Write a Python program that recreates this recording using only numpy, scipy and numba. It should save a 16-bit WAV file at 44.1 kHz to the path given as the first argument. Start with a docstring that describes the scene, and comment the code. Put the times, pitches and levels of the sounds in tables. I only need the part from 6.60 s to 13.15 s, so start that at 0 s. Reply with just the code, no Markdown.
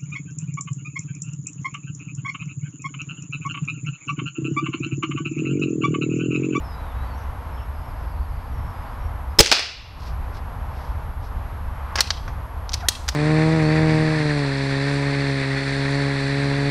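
"""A fenced garden, where a spring air rifle fires once and its pellet smacks a target at the far end.
Blows are decaying coloured noise and struck modes; fences and trees add echoes and diffuse scatter.
Cloth rubs, then the action clicks as steel resonances and squeaks as a gliding harmonic tone.
Filtered noise makes distant traffic; gliding, warbling sines make a small bird.
The camera overloads on the shot: its gain control ducks the background, then lets it climb back."""
import sys
import numpy as np
from scipy import signal
from scipy.fft import irfft, next_fast_len
from scipy.io import wavfile
from numba import njit

SR = 44100
rng = np.random.default_rng(int(sys.argv[2]) if len(sys.argv) > 2 else 0)


def wav_out(sig):
    """Save sig, one row per channel (or a flat mono array), as 16-bit PCM at SR to the path in sys.argv[1]."""
    wavfile.write(sys.argv[1], SR, np.round(np.clip(np.atleast_2d(sig).T, -1, 1) * 32767).astype(np.int16))


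N = 288855  # samples
T = np.arange(N) / SR  # seconds


def undb(db):
    """Level law: decibels to amplitude gain."""
    return 10 ** (np.asarray(db) / 20)


def unit(x):
    """Normalization: scale to rms 1."""
    return x / np.sqrt(np.mean(x ** 2))


def noise(points, size=N):
    """Spectral shaping: random-phase noise of rms 1 through (hz, db) points."""
    hz, db = np.transpose(points)
    padded = next_fast_len(size, True)
    f = np.fft.rfftfreq(padded, 1 / SR)
    gain = undb(np.interp(np.log(f + 1), np.log(hz), db))
    phases = np.exp(2j * np.pi * rng.random(len(f)))
    return unit(irfft(gain * phases, padded)[:size])


def band(hz, width):
    """Resonance: white noise through two equal peak filters, each of the given width, at rms 1."""
    b, a = signal.iirpeak(hz, hz / width, fs=SR)
    once = signal.lfilter(b, a, rng.standard_normal(N))
    return unit(signal.lfilter(b, a, once))


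def walk(rate, size=N):
    """Slow fluctuation: random knots, rate per second, joined by lines; spread near 1."""
    knots = rng.standard_normal(2048)
    return 1.4 * np.interp(T[:size] * rate, np.arange(len(knots)), knots)


def burst(points, decay, size=4096, rise=.00012):
    """Impact on many dense modes: coloured noise rises fast and dies exponentially."""
    fade = np.exp(-T[:size] / decay)
    x = noise(points, size) * fade * (1 - np.exp(-T[:size] / rise))
    # give it the energy of the exponential fade alone
    return x * np.sqrt(np.sum(fade ** 2) / np.sum(x ** 2))


def ring(hz, decay, size=4096):
    """Modal decay: one struck mode is an exponentially damped sine."""
    return np.sin(2 * np.pi * hz * T[:size]) * np.exp(-T[:size] / decay)


def add(out, s, x):
    """Superposition: mix x into out from time s."""
    i = int(s * SR)
    out[i:i + len(x)] += x[:N - i]


def swells(events):
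    """Gaussian swells: sum of envelopes; each length spans the 1/e points."""
    return sum(undb(db) * np.exp(-(2 * (T - s) / length) ** 2) for s, length, db in events)


# reflection spectrum of fences and trees: hz, relative_db
FOLIAGE_AND_BOARDS = [(100, -17), (400, -11.5), (1000, -3), (2500, 9.5), (5300, 1), (7500, -7), (11000, -3),
                      (16000, -18.5)]


def smeared_reflection(decay, size=4096):
    """Diffuse reflection: a rough obstacle answers an impulse with a noise burst of unit energy."""
    pulse = burst(FOLIAGE_AND_BOARDS, decay, size)
    return pulse / np.sqrt(np.sum(pulse ** 2))


# spectrum of the outdoor air and traffic noise: hz, relative_db
AIR_SPECTRUM = [(12, -57.5), (20, -6.5), (70, 0), (176, -21.5), (200, -26.5), (239, -24.5), (378, -32),
                (476, -27), (527, -28), (647, -25.5), (974, -21.5), (2850, -44), (5130, -53.5),
                (6620, -58.5), (9000, -66), (11700, -94.5), (19800, -120)]
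# spectrum of the camera's hiss: hz, relative_db
HISS_SPECTRUM = [(3000, -28.5), (7000, -6), (10000, 1.5), (12500, 2), (14000, -6), (16000, -5)]
# steady narrow bands, low traffic drone and the camera's thin whistle: hz, width_hz of one filter, level_db
STEADY_BANDS = [(64.74, 27.5, -36), (244.2, 27, -57), (10190, 100, -80.5), (11290, 790, -68.5),
                (15120, 60, -86)]
AIR_DB = -27.5  # before rumble and tyre wash get their own gains
WHINE_HZ, WHINE_DB = 11370, -64


def background(hiss_db=-66, flutter_db=1.5, rumble_db=-2, tyres_db=-2):
    """Band-split noise: traffic rumble and tyre wash fluctuate apart, over camera hiss and whine."""
    air = undb(AIR_DB) * noise(AIR_SPECTRUM)
    rumble = signal.sosfiltfilt(signal.butter(2, 250, fs=SR, output="sos"), air)
    tyres = (air - rumble) * undb(tyres_db + .5 * walk(9))
    rumble = rumble * undb(rumble_db + flutter_db * walk(13))
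    drones = sum(undb(level) * band(hz, width) for hz, width, level in STEADY_BANDS)
    # a wandering phase broadens the whine slightly
    whine = undb(WHINE_DB) * unit(np.sin(2 * np.pi * WHINE_HZ * T + 0.64 * walk(40)))
    return rumble + tyres + drones + whine + undb(hiss_db) * noise(HISS_SPECTRUM)


# cars on the distant road: nearest_s, length_s between 1/e points, tyre_centre_hz, peak_level_db
PASSING_CARS = [(.4, 0.96, 940, -45), (2.3, 0.82, 970, -44), (4.147, .4, 770, -42.5),
                (5.331, .5, 1050, -40)]


def cars(width_hz=750):
    """Proximity: each distant car swells and fades as a band of tyre noise."""
    return sum(swells([(s, length, db)]) * band(hz, width_hz) for s, length, hz, db in PASSING_CARS)


def note(length, start_hz, end_hz, warble_hz, warble_rate=190):
    """Frequency modulation: a whistle glides while its pitch warbles at random."""
    n = int(length * SR)
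    hz = np.linspace(start_hz, end_hz, n) + warble_hz * walk(warble_rate, size=n)
    return signal.windows.tukey(n, .5) * np.sin(2 * np.pi * np.cumsum(hz) / SR)


# clear whistles: start_s, length_s, start_hz, end_hz, level_db before the direct and echo gains
WHISTLES = [(.02, 0.15, 5350, 4860, -52), (.91, .15, 5230, 5450, -59), (0.963, .052, 3550, 2410, -52),
            (2.39, .11, 5520, 5600, -60), (2.68, .07, 4800, 5350, -62)]
# twittered phrases: start_s, length_s, middle_hz, warble_hz, level_db before the direct and echo gains
TWITTERS = [(.1, .5, 3910, 45, -59), (.52, .11, 5350, 330, -57.5), (1.11, .77, 4980, 250, -62.5),
            (1.9, .44, 5330, 100, -62)]
WHISTLE_WARBLE_HZ = 24.97
NOTE_S, NOTES_PER_S, NOTE_SPREAD_HZ = 0.14, 9, 330
# random and mean half-glides: a note sweeps this far either side of its middle
NOTE_GLIDE_HZ, NOTE_FALL_HZ = 220, 130


def bird(echo_decay=0.036, direct_db=-2, echo_db=-8):
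    """Convolution: clear whistles and runs of mostly falling notes, blurred by the trees."""
    song = np.zeros(N)
    for s, length, start_hz, end_hz, db in WHISTLES:
        add(song, s, undb(db) * note(length, start_hz, end_hz, WHISTLE_WARBLE_HZ))
    for s, length, middle_hz, warble_hz, db in TWITTERS:
        count = round(length * NOTES_PER_S)
        for k, (pitch, slope) in enumerate(rng.standard_normal((count, 2))):
            hz = middle_hz + NOTE_SPREAD_HZ * pitch
            glide = NOTE_GLIDE_HZ * slope - NOTE_FALL_HZ
            whistle = note(NOTE_S, hz - glide, hz + glide, warble_hz)
            add(song, s + k / NOTES_PER_S, undb(db) * whistle)
    trees = smeared_reflection(echo_decay, size=SR // 2)
    return undb(direct_db) * song + undb(echo_db) * signal.fftconvolve(song, trees)[:N]


# spectrum of the crack: hz, relative_db
CRACK_SPECTRUM = [(200, -21), (600, -12), (1200, -6.5), (2700, 0), (4200, 1.5), (6000, -1.5), (9000, -8.5),
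                  (15000, -22)]
# spectrum of the thump through the stock: hz, relative_db
THUMP_SPECTRUM = [(25, -3.5), (70, 9.5), (105, 7), (150, -14.5), (220, -20.5), (320, -4), (470, -3),
                  (800, -11.5), (2000, -38)]
# the recoil's low thud, then the modes of the wooden stock: hz, relative_db
STOCK_MODES = [(68, 4), (335, -1.5), (465, 2), (550, -12), (850, -5)]


def blow(decay, thump_db, ring_db, edge_db,
         ring_hz=5130, ring_decay=0.0049, stock_decay=0.009, stock_db=-6, knock_db=-5):
    """Impact excitation: one blow cracks, thumps the stock and rings the steel cylinder."""
    hz, crack_db = np.transpose(CRACK_SPECTRUM)
    colour = crack_db + np.interp(hz, [6000, 12000], [0, edge_db])
    crack = burst(np.column_stack([hz, colour]), decay)
    wood = sum(undb(stock_db + db) * ring(f, stock_decay) for f, db in STOCK_MODES)
    thump = undb(knock_db) * burst(THUMP_SPECTRUM, decay) + wood
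    return crack + undb(thump_db) * thump + undb(ring_db) * ring(ring_hz, ring_decay)


# firing stroke (sear, cylinder, piston on its air cushion, piston home):
# start_s, level_db, decay_s, stock_thump_db before the knock and wood gains, steel_ring_db (both re level)
FIRING_STROKE = [(2.7874, -11.5, .0018, -1.5, -1.5), (2.7903, -1, 0.011, -19, 8),
                 (2.799, -5.5, 0.0027, 8.5, -8.5), (2.8042, 10, .005, -0.5, -24)]
# the loudest slaps of the mainspring as it settles: start_s, level_db
SPRING_SLAPS = [(2.8308, -2), (2.848, -6), (2.8612, 2), (2.872, -3.5)]
SHOT_EDGE_DB = 1  # treble tilt, reached at 12 kHz
RATTLE_DECAY_S, RATTLE_THUMP_DB, RATTLE_RING_DB, RATTLE_EDGE_DB = 0.0016, -26, -14, -19
# lighter chatter of the coils among those slaps
CHATTER_START_S, CHATTER_LENGTH_S, CHATTER_DB, CHATTER_SCATTER_DB = 2.825, .082, -10, 2.5


def shot(count=12):
    """Successive impacts: sear, ringing cylinder, piston through the stock, then spring rattle."""
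    out = np.zeros(N)
    for s, db, decay, thump_db, ring_db in FIRING_STROKE:
        add(out, s, undb(db) * blow(decay, thump_db, ring_db, SHOT_EDGE_DB))
    # one chatter at a random moment in each equal slot
    times = CHATTER_START_S + CHATTER_LENGTH_S * (np.arange(count) + rng.random(count)) / count
    levels = CHATTER_DB + CHATTER_SCATTER_DB * rng.standard_normal(count)
    for s, db in [*SPRING_SLAPS, *zip(times, levels)]:
        add(out, s, undb(db) * blow(RATTLE_DECAY_S, RATTLE_THUMP_DB, RATTLE_RING_DB, RATTLE_EDGE_DB))
    return out


# scatter in the garden: hz, level_db, t60_s
GARDEN_DECAY = [(100, -17.5, .5), (400, -5.5, .55), (1000, -3.5, .52), (2500, 0.5, 0.64), (5005, 0.5, 0.5),
                (7500, -6, .44), (11000, -6, 0.304), (16000, -13, .28)]


def garden(x, build=.007, count=25):
    """Diffuse reverberation: fences, shed and trees store each band's energy and let it die away."""
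    hz, db, t60 = np.transpose(GARDEN_DECAY)
    edges = np.linspace(10, np.sqrt(16000), count) ** 2
    diffuse, out = rng.standard_normal(N), 0
    for lo, hi in zip(edges, edges[1:]):
        sos = signal.butter(3, [lo, hi], "band", fs=SR, output="sos")
        centre = (lo + hi) / 2
        energy = signal.sosfilt(sos, x + 1e-9 * diffuse) ** 2  # the trace of noise avoids silence
        # build-up, then decay: energy falls a millionfold in t60
        for seconds in (build, np.interp(centre, hz, t60) / np.log(1e6)):
            keep = np.exp(-1 / (seconds * SR))
            energy = signal.lfilter([1 - keep], [1, -keep], energy)
        carrier = unit(signal.sosfilt(sos, diffuse))
        out = out + undb(np.interp(centre, hz, db)) * np.sqrt(energy) * carrier
    return out


# slaps from the near fences: delay_s, level_db
FENCE_ECHOES = [(0.0233, -34.5), (0.033, -28.5), (.065, -25)]


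def slaps(x):
    """Early reflection: delayed echoes from the near fences, smeared by their boards."""
    response = np.zeros(N)
    for delay, db in FENCE_ECHOES:
        add(response, delay, undb(db) * smeared_reflection(decay=0.0081))
    return signal.fftconvolve(x, response[:SR])[:N]


# the pellet smacks the target twice in quick succession, then a fainter, shorter slap echoes back:
# start_s, level_db, decay_s
TARGET_SMACKS = [(2.9151, 7, 0.0078), (2.9243, 8.5, 0.0052), (2.9938, 1, 0.0016)]
# spectrum of the smack: hz, relative_db
SMACK_SPECTRUM = [(100, -34), (300, -1.5), (750, 3), (1200, 2.5), (2500, 2), (3300, 0.5), (4800, 7),
                  (6500, -4.5), (9000, -12), (11000, -20.5), (16000, -30)]


def target():
    """Impact and echo: two smacks, then a fainter slap, each a quickly damped noise burst."""
    out = np.zeros(N)
    for s, db, decay in TARGET_SMACKS:
        add(out, s, undb(db) * burst(SMACK_SPECTRUM, decay))
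    return out


# sleeve and hands brush the stock: middle_s, length_s between 1/e points, level_db before flutter
STOCK_RUBS = [(3.446, 0.13, -47), (3.762, 0.044, -48), (4.22, 0.19, -55.5), (4.653, .074, -54.5)]
# spectrum of cloth friction: hz, relative_db
CLOTH_SPECTRUM = [(800, 2), (3000, -2), (5200, 4), (7000, -13), (14000, -23)]


def rubs():
    """Friction noise: cloth hiss follows short, uneven swells of pressure."""
    return swells(STOCK_RUBS) * noise(CLOTH_SPECTRUM) * undb(2 * walk(140))


# latch and linkage clicks: start_s, level_db, body_tilt_db below about 2 kHz, edge_tilt_db above about 8 kHz
ACTION_CLICKS = [(5.3563, -15.5, 6, -1.5), (5.3755, -22.5, 11, -8), (5.385, -16.5, 12, -14),
                 (5.391, -16.5, 11, -11), (5.4063, -4.5, -3, 1.5), (5.5044, -10, 0, -12),
                 (5.679, -28.5, 17.5, -19.5), (6.0926, -26, -6, -11), (6.1196, -31, -2, -7),
                 (6.133, -21, -9, -4), (6.1397, -15, -2.5, 0), (6.2854, -4.5, -5.5, 8),
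                 (6.4803, -22, 3, -4), (6.4875, -13, 1.5, 1)]
# spectrum shared by the steel parts: hz, relative_db
STEEL_SPECTRUM = [(150, -14), (700, -3.5), (1600, 1), (2700, -4), (4300, 0.5), (6000, 0.5), (8000, -8.5),
                  (11000, -16), (16000, -24)]
# ringing of the mainspring and barrel: hz, relative_db
SPRING_MODES = [(2649, -4), (2810, -7), (3284, -5), (3784, -10), (4170, -4), (4608, -11), (4920, -4),
                (5959, -3), (6137, -8)]
# spectrum of the dense upper coil modes: hz, relative_db
SHIMMER_SPECTRUM = [(2000, -18), (4000, 2), (6000, 4), (9000, 2), (13000, -13), (16000, -19)]
CLICK_HZ, CLICK_FALL_HZ_PER_DB = 4060, 68  # resonance of a 0 dB click; heavier parts hit harder, ring lower
CLICK_DECAY_S, BODY_DB_PER_DOUBLING = 0.0049, 25  # decay at 0 dB body; shaking the stock lengthens it


def action(resonance_db=5.5, width_hz=1000, spring_db=-36, spring_t60=0.5,
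           shimmer_db=-42, shimmer_decay=0.093):
    """Coupled resonance: steel parts snap, each with its own peak, and set the spring ringing."""
    out = np.zeros(N)
    hz = np.geomspace(100, 16000, 80)
    steel_db = np.interp(hz, *np.transpose(STEEL_SPECTRUM))
    spring_decay = spring_t60 / np.log(1000)
    modes = np.array([undb(db) * ring(f, spring_decay, size=SR // 2) for f, db in SPRING_MODES])
    for s, db, body_db, edge_db in ACTION_CLICKS:
        peak_hz = CLICK_HZ - CLICK_FALL_HZ_PER_DB * db
        decay = CLICK_DECAY_S * 2 ** (body_db / BODY_DB_PER_DOUBLING)
        colour = steel_db + np.interp(hz, [1660, 3700, 5170, 8600], [body_db, 0, 0, edge_db])
        colour = colour + resonance_db * np.exp(-((hz - peak_hz) / width_hz) ** 2)
        add(out, s, undb(db) * burst(np.column_stack([hz, colour]), decay))
        # each snap drives the modes with random signs and slightly uneven strengths
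        signs = rng.choice([-1, 1], len(modes))
        weights = signs * undb(2 * rng.standard_normal(len(modes)))
        add(out, s, undb(db + spring_db) * (weights @ modes))
        # a hard edge also reaches the dense upper modes of the coils
        shimmer = burst(SHIMMER_SPECTRUM, shimmer_decay, size=SR // 2)
        add(out, s, undb(db + edge_db + shimmer_db) * shimmer)
    return out


# one swing of the pivot: pitch and level away from the binding point
SQUEAK_START_S, SQUEAK_LENGTH_S, SQUEAK_HZ, SQUEAK_DB = 6.196, 0.087, 1025, -42.5
# where it binds: time, width, drop in pitch and rise in level
SAG_AT_S, SAG_WIDTH_S, SAG_HZ, SAG_GAIN_DB = 6.243, 0.021, 345, 11.5


def squeak(octave_db=-4, third_db=-20):
    """Stick-slip: the dry pivot sings in harmonics; as it binds, pitch sags and level grows."""
    out, n = np.zeros(N), int(SQUEAK_LENGTH_S * SR)
    binding = np.exp(-((SQUEAK_START_S + T[:n] - SAG_AT_S) / SAG_WIDTH_S) ** 2)
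    phase = 2 * np.pi * np.cumsum(SQUEAK_HZ - SAG_HZ * binding) / SR
    tone = np.sin(phase) + undb(octave_db) * np.sin(2 * phase) + undb(third_db) * np.sin(3 * phase)
    level = undb(SQUEAK_DB + SAG_GAIN_DB * binding)
    add(out, SQUEAK_START_S, tone * signal.windows.tukey(n, .25) * level)
    return out


def scene(shot_wet_db=-9, target_wet_db=-1, handling_wet_db=-18):
    """Direct-to-diffuse ratio: the rifle is close and dry, the target far off and wet."""
    outdoors = background() + cars() + bird()
    gun, hit = shot(), target()
    handling = rubs() + action() + squeak()
    sent = undb(shot_wet_db) * gun + undb(target_wet_db) * hit + undb(handling_wet_db) * handling
    return (gun + hit + handling + slaps(gun + handling) + garden(sent) + outdoors)[None]


@njit
def gain_control(x, top, attack, hold, release, depth):
    """Feedback limiting: gain falls at attack dB/s above top, waits hold s, climbs at release dB/s."""
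    y, cut, peak, wait = np.empty(len(x)), 0., 0., 0.
    for i in range(len(x)):
        y[i] = x[i] * 10 ** (-cut / 20)
        peak = max(abs(y[i]), peak * (1 - 1000 / SR))  # peak memory of about 1 ms
        wait -= 1 / SR
        if peak > top:
            cut, wait = min(cut + attack / SR, depth), hold
        elif wait < 0:
            cut = max(cut - release / SR, 0.)
    return y


MAX_CUT_DB, TOP_HZ = 17.0, 15700  # deepest gain cut, upper band limit


def record(dry, top=0.69, attack=870.0, hold=0.22, release=45.0):
    """Overload: the camera turns down after loud peaks, clips what gets through and cuts the top."""
    held = gain_control(dry[0], float(top), float(attack), float(hold), float(release), MAX_CUT_DB)
    lowpass = signal.firwin(301, TOP_HZ, fs=SR)
    return signal.fftconvolve(np.clip(held, -1, 1), lowpass, mode="same")[None]


dry = scene()
out = record(dry)
wav_out(out)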